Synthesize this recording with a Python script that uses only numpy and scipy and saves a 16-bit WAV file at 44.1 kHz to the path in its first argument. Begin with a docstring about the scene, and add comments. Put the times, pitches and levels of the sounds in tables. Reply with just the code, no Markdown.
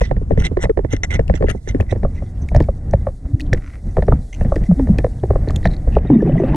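"""Deep surging and sharp knocks, with rubs, ticks and wobbles, end in a gurgle: a camera in a sealed housing
is carried among rocks under water and brought up to the surface. Surge and wash are filtered noise; knocks are
damped sines with cracks; rubs, fizz and swishes are random grit ringing shell modes; wobbles, perhaps trapped
air, are gliding sines; bubbles are short resonances. Two wide channels merge into one after two seconds."""
import sys
import numpy as np
from scipy import signal
from scipy.fft import rfft, irfft
from scipy.io import wavfile
from scipy.ndimage import uniform_filter1d, minimum_filter1d

SR = 44100
rng = np.random.default_rng(int(sys.argv[2]) if len(sys.argv) > 2 else 0)


def log_audio(samples):
    """Write samples as a 16-bit WAV file to the path given in sys.argv[1]."""
    # one column per channel
    frames = np.atleast_2d(samples).T
    # limit to full scale, then quantise
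    limited = np.clip(frames, -1, 1)
    pcm = np.round(limited * 32767).astype(np.int16)
    wavfile.write(sys.argv[1], SR, pcm)


N = 289276

# strength of the water surging on the shell: (time [s], level [dB])
SURGE_LEVEL = [(0.0, -19.5), (1.24, -18.5), (1.46, -19.5), (1.64, -28.5), (1.72, -17), (2.25, -20.5),
               (2.32, -24.5), (2.6, -15), (2.66, -21.5), (3.3, -26.5), (3.54, -14), (3.71, -26),
               (4.13, -16), (4.24, -27.5), (4.4, -16.5), (5.33, -19), (6.1, -14.5), (6.2, -21), (6.56, -15)]
# knocks inside the housing: (time [s], ring level [dB], ring pitch [Hz], crack relative to ring [dB])
KNOCK_EVENTS = [(0.015, -7.5, 446, -1), (0.112, -11.5, 476, -4), (0.167, -26.5, 407, 2.5),
                (0.216, -20, 352, -42), (0.308, -8, 371, -15.5), (0.319, -12, 360, -10.5),
                (0.376, -13, 416, -4.5), (0.516, -13, 330, -38), (0.571, -8, 464, -7), (0.64, -13, 411, 5),
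                (0.654, -15.5, 510, -22), (0.697, -14.5, 403, -1), (0.774, -9.5, 449, -6.5),
                (0.791, -10.5, 375, -13), (0.848, -11, 402, -9), (0.935, -7.5, 362, -6),
                (1.194, -5.5, 423, -4), (1.298, -8, 484, -4), (1.34, -16.5, 392, 1.5),
                (1.409, -11.5, 375, -17), (1.425, -11, 495, -4.5), (1.441, -7.5, 367, -16),
                (1.485, -15.5, 392, 6), (1.549, -17, 340, -40), (1.675, -19.5, 345, 1),
                (1.748, -8, 346, -11), (1.802, -14.5, 495, 2.5), (1.925, -10, 480, -7),
                (1.96, -20, 409, -8), (2.033, -15.5, 487, -4), (2.049, -10, 530, -48),
                (2.222, -25.5, 523, -29), (2.516, -22, 580, -25), (2.548, -8, 548, -3),
                (2.562, -9.5, 571, 0), (2.605, -6, 406, -5.5), (2.687, -10.5, 510, -34),
                (2.936, -4.5, 530, -8), (3.069, -10, 517, -13), (3.252, -38, 604, -30),
                (3.531, -6, 477, 12.5), (3.969, -9, 569, -6), (3.981, -7, 494, -21), (3.99, -20, 430, -5),
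                (4.024, -15, 554, 2.5), (4.083, -4, 528.5, -13), (4.122, -9, 558, -12.5),
                (4.411, -17.5, 550, 0), (4.449, -20.5, 504, -1), (4.521, -8, 519, -33),
                (4.563, -10.5, 395, -3.5), (4.712, -18, 542, -30), (4.796, -10, 398, -11),
                (4.872, -21.5, 532, -0.5), (4.89, -18.5, 438, -30), (4.988, -10, 380, 0.5),
                (5.045, -5, 456, -9.5), (5.236, -9, 473, -14), (5.306, -4.5, 498, -16),
                (5.357, -10.5, 500, -16.5), (5.475, -16, 388, -8), (5.498, -24, 562, 7.5),
                (5.655, -7, 613, 9), (5.874, -18.5, 438, -21), (5.967, 3, 527, -49), (6.048, -23, 450, -32),
                (6.102, 0.5, 355, -22)]
# rubbing strokes on the shell that swell and fade: (time of the peak [s], level [dB])
STROKE_EVENTS = [(0.404, -28.5), (0.458, -26.5), (0.632, -25.5), (0.932, -30.5), (1.146, -25.5),
                 (1.358, -36.5), (1.503, -28.5), (1.695, -35.5), (1.915, -36)]
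# air leaving at the surface: (time [s], pockets [dB], bubbles [dB], fizz [dB])
AIR_LEVELS = [(6.0, -53.5, -70, -45.5), (6.11, -11.5, -36, -47.5), (6.2, -12.5, -49, -54),
              (6.56, -20.5, -32.5, -42)]
ESCAPE_S = AIR_LEVELS[0][0]


def amp(db):
    """Decibels to linear gain."""
    return 10 ** (np.asarray(db) / 20)


def rms_one(x):
    """Scale to an rms of 1."""
    return x / np.sqrt(np.mean(x ** 2) + 1e-20)


def in_time(rows):
    """Columns of a table, joined by straight lines, at every sample."""
    s, *columns = np.transpose(rows)
    return [np.interp(np.arange(N) / SR, s, c) for c in columns]


def colour(x, points, turn=1):
    """Shape by a (Hz, dB) spectrum, straight over log frequency; turn rotates the phase."""
    hz, db = np.transpose(points)
    f = np.arange(N // 2 + 1) * SR / N + 1
    gain = amp(np.interp(np.log(f), np.log(hz), db))
    return irfft(rfft(x) * gain * turn, N)


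def band(x, low_hz, high_hz):
    """Gentle band-pass."""
    return signal.sosfilt(signal.butter(2, [low_hz, high_hz], "band", fs=SR, output="sos"), x)


def even(x, window_s, share):
    """Take part of the chance swell out of a noise; rms 1."""
    level = np.sqrt(uniform_filter1d(x ** 2, int(window_s * SR)) + 1e-12)
    return rms_one(x / level ** share)


def flicker(rate):
    """Random knots of spread 1, rate per second, joined by lines; the 400th is held to the end."""
    knots = rng.standard_normal(400)
    return np.interp(np.arange(N) / SR * rate, np.arange(400), knots)


def resonance(x, hz, width_hz):
    """One ringing mode: a narrower width rings longer."""
    r = np.exp(-np.pi * width_hz / SR)
    zeros = [(1 - r * r) / 2, 0, (r * r - 1) / 2]
    poles = [1, -2 * r * np.cos(2 * np.pi * hz / SR), r * r]
    return signal.lfilter(zeros, poles, x)


def shell(x, widen, patchy_db, shift=1):
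    """The shell's modes in parallel, each swelling and sinking on its own as the contact moves."""
    # modes before shift and widening: (pitch [Hz], width [Hz], mean level [dB])
    modes = [(1400, 750, -2), (2026, 79, 15), (2710, 190, -1), (3410, 710, -5), (3980, 210, -6.5),
             (5590, 610, -8), (6080, 360, -1), (7350, 89, -5.5), (8700, 700, -13.5)]
    out = np.zeros(len(x))
    for k, (hz, width, db) in enumerate(modes):
        gain = amp(db + patchy_db * flicker(45)[:len(x)])
        out += (-1) ** k * gain * resonance(x, hz * shift, widen * width)
    return out


def grit(per_s):
    """Random contacts of uneven size."""
    sizes = rng.standard_normal(N) * amp(2.5 * rng.exponential(1, N).clip(0, 4))
    return (rng.random(N) < per_s / SR) * sizes + 1e-18


def add(out, s, sound):
    """Mix a sound in at a time in seconds."""
    i = max(round(s * SR), 0)
    out[i:i + len(sound)] += sound[:N - i]


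def damped(t, hz, t60, glide=0):
    """A dying sine; a bending wave brings its high pitch first."""
    phase = 2 * np.pi * hz * (t + glide * 0.001996 * (1 - np.exp(-t / 0.0046)))
    return np.sin(phase) * amp(-60 * t / t60)


def jolts():
    """How much knocks and strokes shake the housing; mean 0, spread 1."""
    jolt_s = 0.037
    shaken = np.zeros(N)
    for s, *_ in KNOCK_EVENTS + STROKE_EVENTS:
        add(shaken, s - jolt_s / 4, np.hanning(int(jolt_s * SR)))
    shaken = np.tanh(shaken)
    return rms_one(shaken - shaken.mean())


def wash(lumps):
    """Patchy water noise that rises with the surge, a faint hiss, and swishes of fine crackle on the shell."""
    # the wash behind everything: (time [s], middle level [dB], treble hiss level [dB])
    wash_levels = [(0, -56, -71), (2.3, -46.5, -65.5), (3.3, -48, -66), (4.5, -44, -59.5), (5.9, -41, -62),
                   (6.0, -42.5, -68), (6.56, -27.5, -67.5)]
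    # tone of the middle: (frequency [Hz], relative density [dB per Hz])
    middle_tone = [(150, -25.5), (280, -4), (400, -10), (760, -12.5), (1000, -34), (1500, -29),
                   (1950, -25.5), (2600, -43), (4500, -78)]
    # tone of the hiss: (frequency [Hz], relative density [dB per Hz])
    hiss_tone = [(1650, -50.5), (2800, -33.5), (3470, -3.5), (8960, -2), (11300, -8), (13000, -36.5)]
    middle_db, hiss_db = in_time(wash_levels)
    stir_db = .4 * (in_time(SURGE_LEVEL)[0] + 20) + 2.5 * lumps + 2.5 * flicker(30)
    middle = rms_one(colour(rng.standard_normal(N), middle_tone)) * amp(middle_db + stir_db)
    hiss = rms_one(colour(rng.standard_normal(N), hiss_tone)) * amp(hiss_db + 2.0 * flicker(30))
    swish = rms_one(band(shell(grit(1100), widen=0.62, patchy_db=11.5), 1000, 7400))
    return middle + hiss + swish * amp(hiss_db - 2.5 + 4.6 * flicker(29))


def hum():
    """A blurred hum from the housing: noise twice through one narrow resonance, for a short stretch."""
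    # swell of the hum: (time [s], level [dB])
    hum_level = [(3.2, -47.5), (3.4, -26.5), (3.5, -36), (3.72, -45.5)]
    hz, width_hz = 278.7, 26
    tone = resonance(resonance(rng.standard_normal(N), hz, width_hz), hz, width_hz)
    t = np.arange(N) / SR
    heard = (t > hum_level[0][0]) * (t < hum_level[-1][0])
    return even(tone, 0.041, 0.32) * amp(in_time(hum_level)[0]) * heard


def crackles():
    """Fluttering clusters of small pops, ringing briefly near 2 kHz and at a second pitch."""
    # clusters, perhaps fine bubbles: (time [s], length [s], level [dB], second ring [Hz])
    clusters = [(3.56, 0.024, -46, 1400), (3.59, 0.208, -51, 1400), (5.476, 0.046, -47, 4160),
                (5.635, 0.045, -39.5, 3900), (5.704, 0.048, -47, 3970), (5.916, 0.075, -45, 2500)]
    out = np.zeros(N)
    flutter = amp(7 * flicker(70))
    grains = grit(350) + .15 * grit(3000)
    for s, length, db, hz in clusters:
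        n, i = int(length * SR), int(s * SR)
        pops = grains[i:][:n] * np.hanning(n) ** .3 * flutter[i:][:n]
        low = resonance(resonance(pops, 1900, 500), 1900, 800)
        high = resonance(resonance(pops, hz, 430), hz, 1300) + 0.064 * band(pops, 1700, 5600)
        add(out, s, amp(db) * rms_one(low + 0.97 * high))
    return out


def ticks():
    """A very short broad snap on the shell, and a ring on its own pitch."""
    # sharp ticks: (time [s], peak level [dB], centre [Hz])
    snaps = [(1.278, -33, 2700), (1.8076, -26, 2610), (2.4866, -24.5, 2140), (2.5474, -29, 2160),
             (2.558, -27, 2200), (2.563, -23, 5200), (2.602, -27, 2200), (2.623, -34, 4480),
             (2.639, -38, 2300), (2.91, -36, 5960), (3.397, -26.5, 1910), (3.4048, -25, 2500),
             (3.412, -30.5, 4070), (3.5326, -14.5, 5400), (4.5574, -28, 1950), (4.637, -32, 2060),
             (4.984, -22.5, 2510), (5.505, -23, 1250), (5.5597, -20, 3450), (5.56, -24.5, 7050),
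             (5.629, -31, 1900), (5.765, -34.5, 4300), (6.546, -32, 3100)]
    out, t = np.zeros(N), np.arange(600) / SR
    for (s, db, hz), noise in zip(snaps, rng.standard_normal((len(snaps), 600))):
        puff = noise * amp(-60 * t / 0.014) * (1 - np.exp(-t / 0.00092))
        tick = resonance(puff, hz, 0.11 * hz) + 0.06 * band(puff, 1200, 6500)
        add(out, s, amp(db) * tick / np.abs(tick).max())
    return out


def wobbles():
    """Near sines with a weak overtone, on gliding pitches that swell and fade, a little unsteady."""
    # perhaps trapped air: (time [s], length [s], start [Hz], middle [Hz], end [Hz], level before waver [dB])
    glides = [(0.692, 0.026, 477, 435, 410, -9.5), (3.333, 0.023, 98, 101.5, 96, -4),
              (4.685, 0.061, 215, 176.5, 176, -0.5), (4.763, 0.11, 230, 283.3, 165, -12.5),
              (4.893, 0.03, 205, 193, 181, -5), (6.105, 0.071, 357, 235, 234, -2),
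              (6.182, 0.04, 199, 196, 201, -11.5), (6.32, 0.065, 151, 157.8, 198, -8)]
    out, unsteady, waver = np.zeros(N), flicker(60), flicker(80)
    for s, length, start_hz, middle_hz, end_hz, db in glides:
        u = np.linspace(0, 1, int(length * SR))
        i = int(s * SR)
        # a parabola through the three pitches
        arc = np.polyval(np.polyfit([0, .5, 1], [start_hz, middle_hz, end_hz], 2), u)
        shake = unsteady[i:][:len(u)]
        phase = 2 * np.pi * np.cumsum(arc * (1 + .045 * shake)) / SR
        swell = amp(3 * waver[i:][:len(u)]) * np.tanh(2 * np.sin(np.pi * u) ** 1.5)
        add(out, s, amp(db) * swell * (np.sin(phase) - 0.019 * np.sin(3 * phase)))
    return out


def bubbles(per_s, low_hz, high_hz, cycles):
    """Random births once the air escapes, each ringing a few cycles at one of twelve pitches; rms 1."""
    n = N - int(ESCAPE_S * SR)
    born = (rng.random(n) < per_s / SR) * rng.standard_normal(n) + 1e-18
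    dealt = rng.integers(0, 12, n)
    rings = np.zeros(n)
    for k, hz in enumerate(np.geomspace(low_hz, high_hz, 12)):
        # the second pass makes each bubble swell before it dies
        once = resonance(born * (dealt == k), hz, hz / cycles)
        rings += resonance(once, hz, hz / cycles) * cycles / hz
    return np.pad(rms_one(rings), (N - n, 0))


def gurgle():
    """Large air pockets, smaller bubbles and fizz, with a few distinct glugs as damped sines."""
    # distinct bubbles at the surface: (time [s], level before decay [dB], pitch [Hz])
    glugs = [(6.072, -42, 3750), (6.141, -45, 3640), (6.205, -28.5, 1750), (6.224, -11.5, 525),
             (6.275, -20.5, 750), (6.295, -10, 553), (6.355, -16, 652), (6.38, -25.5, 1990),
             (6.399, -13, 653), (6.436, -6, 532), (6.544, -14, 886)]
    pocket_db, bubble_db, fizz_db = in_time(AIR_LEVELS)
    out = amp(pocket_db) * bubbles(300, 124, 391, 4.6)
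    out += amp(bubble_db) * bubbles(670, 380, 1176, 11.0)
    fizz = shell(grit(6000), widen=1.3, patchy_db=5, shift=.94)
    fizz = rms_one(band(band(fizz, 1300, 4200), 900, 4600))
    out += amp(fizz_db + 3 * flicker(40)) * fizz
    out += amp(fizz_db - 4.5) * bubbles(250, 1600, 3000, 16.0)
    # silent until the air escapes, then faded in over 0.12 s
    out *= np.clip((np.arange(N) / SR - ESCAPE_S) / 0.12, 0, 1)
    t = np.arange(2000) / SR
    for s, db, hz in glugs:
        add(out, s, amp(db) * damped(t, hz, 0.046) * (1 - np.exp(-t / 0.00069)))
    return out


def rubs():
    """Grit under each stroke excites the shell's modes, a little shifted each time; the low mode lingers."""
    # scuffs that start at once and trail off: (time of the peak [s], level [dB], fall [s])
    scuffs = [(0.008, -32.5, 0.18), (0.965, -38, 0.026), (1.035, -20.5, 0.044), (1.106, -29, 0.14),
              (2.148, -45.5, 0.22), (4.329, -40.5, 0.13)]
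    stroke_rise_s, stroke_fall_s, scuff_rise_s = 0.068, 0.059, 0.0062
    out = np.zeros(N)
    gritty = grit(2800) * amp(4 * flicker(90))
    rows = [(s, db, stroke_rise_s, stroke_fall_s) for s, db in STROKE_EVENTS]
    rows += [(s, db, scuff_rise_s, fall) for s, db, fall in scuffs]

    def layer(x, low_hz, high_hz):
        """A twice-filtered, slightly evened band of the rub."""
        return even(band(band(x, low_hz, high_hz), low_hz, high_hz), 0.094, 0.1)

    for (s, db, rise, fall), luck in zip(rows, rng.standard_normal(len(rows))):
        start = max(s - rise, 0)
        t = start + np.arange(int((s + fall - start) * SR)) / SR
        grains = gritty[int(start * SR):][:len(t)]
        body = shell(grains, widen=1, patchy_db=5.5, shift=amp(.2 * luck))
        drag = layer(grains, 250, 900)
        low = layer(body, 1250, 2500)
        high = layer(body, 2100, 10500)
        pressure = np.interp(t, [s - rise, s, s + fall], [0, 1, 0])
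        # the steeper power makes the treble fade sooner
        rub = pressure ** 3.55 * (low + amp(-6.5) * drag) + amp(-1.5) * pressure ** 5.34 * high
        add(out, start, amp(db) * rub)
    return out


def surge(lumps):
    """Two layers of low noise that come in lumps together, the upper one more so."""
    deep = even(band(rng.standard_normal(N), 19.7, 78.2), 0.1, 1.0) * amp(3 * lumps)
    upper = rms_one(band(band(rng.standard_normal(N), 71, 234), 37, 192)) * amp(5 * lumps)
    return amp(in_time(SURGE_LEVEL)[0]) * (amp(-1.0) * deep + amp(-13.0) * upper)


def knocks():
    """Each blow shoves the housing, rings it and, if hard, cracks; higher modes die sooner."""
    # overtones before random spread: (ratio to the ring [1], level [dB], t60 [s])
    overtones = [(0.746, -2.5, 0.029), (0.999, 1, 0.029), (1.499, -12.5, 0.023), (1.956, -12, 0.014)]
    out, t = np.zeros(N), np.arange(int(.12 * SR)) / SR
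    for (s, db, hz, hard_db), luck in zip(KNOCK_EVENTS, rng.standard_normal((len(KNOCK_EVENTS), 8))):
        blow = np.zeros(len(t))
        for (ratio, o_db, t60), u in zip(overtones, luck):
            blow += amp(o_db + 2 * u) * damped(t, hz * ratio, t60 * amp(2.3 * u), glide=0.8)
        blow *= 1 - np.exp(-(t / 0.0023) ** 2)
        blow /= np.abs(blow).max()
        crack = damped(t, 1714, 0.012, glide=0.21) + 0.58 * damped(t, 1281, 0.012, glide=1.7)
        crack += 0.14 * band(rng.standard_normal(len(t)), 670, 4000) * amp(-60 * t / 0.023)
        blow += amp(hard_db) * crack * (1 - np.exp(-(t / 0.0012) ** 2))
        add(out, s - .001, amp(db) * blow)
        # a faint rebound
        add(out, s + 0.017 * amp(2.5 * luck[5]), -amp(db - 22.5 + 5.8 * luck[6]) * blow)
        # a low shove that starts at once, about 4 ms ahead of the ring
        shove = damped(t, 65 * amp(4.2 * luck[7]), 0.13) * (1 - np.exp(-t / 0.000088))
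        add(out, s - .005, -amp(0.88 * db - 4 + 3 * luck[4]) * shove)
    return out


def two_capsules(mid):
    """Two capsules apart on the shell hear it out of phase, by an angle that wanders; the width then fades."""
    # tone of the side signal: (frequency [Hz], side relative to mid before widening [dB])
    side_tone = [(60, -24), (180, -13), (550, -3.5), (1650, -1), (4970, -2.5)]
    wide_db, merge_s, merge_db_per_s = 3, 1.77, 30.5
    angle = 1.8 + .8 * flicker(22)   # radians
    side = np.cos(angle) * colour(mid, side_tone) + np.sin(angle) * colour(mid, side_tone, turn=1j)
    side *= amp(wide_db - merge_db_per_s * np.maximum(np.arange(N) / SR - merge_s, 0))
    return np.array([mid + side, mid - side])


def scene():
    """All layers in one signal, then spread over two channels; jolts stir the water around the shell."""
    lumps = 1.336 * flicker(16) + 0.88 * jolts()
    mid = surge(lumps) + knocks() + rubs() + crackles() + ticks() + wobbles()
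    mid += hum() + gurgle() + wash(lumps)
    return two_capsules(mid)


def record(dry):
    """A limiter ducks both channels smoothly around the highest peaks; the top is cut."""
    cutoff_hz, span = 14800, SR // 100   # span of 10 ms in samples
    needed = np.minimum(.97 / np.abs(dry + 1e-9).max(axis=0), 1)
    gain = uniform_filter1d(minimum_filter1d(needed, span), span)
    return signal.sosfilt(signal.cheby2(10, 60, cutoff_hz, fs=SR, output="sos"), gain * dry)


dry = scene()
out = record(dry)
log_audio(out)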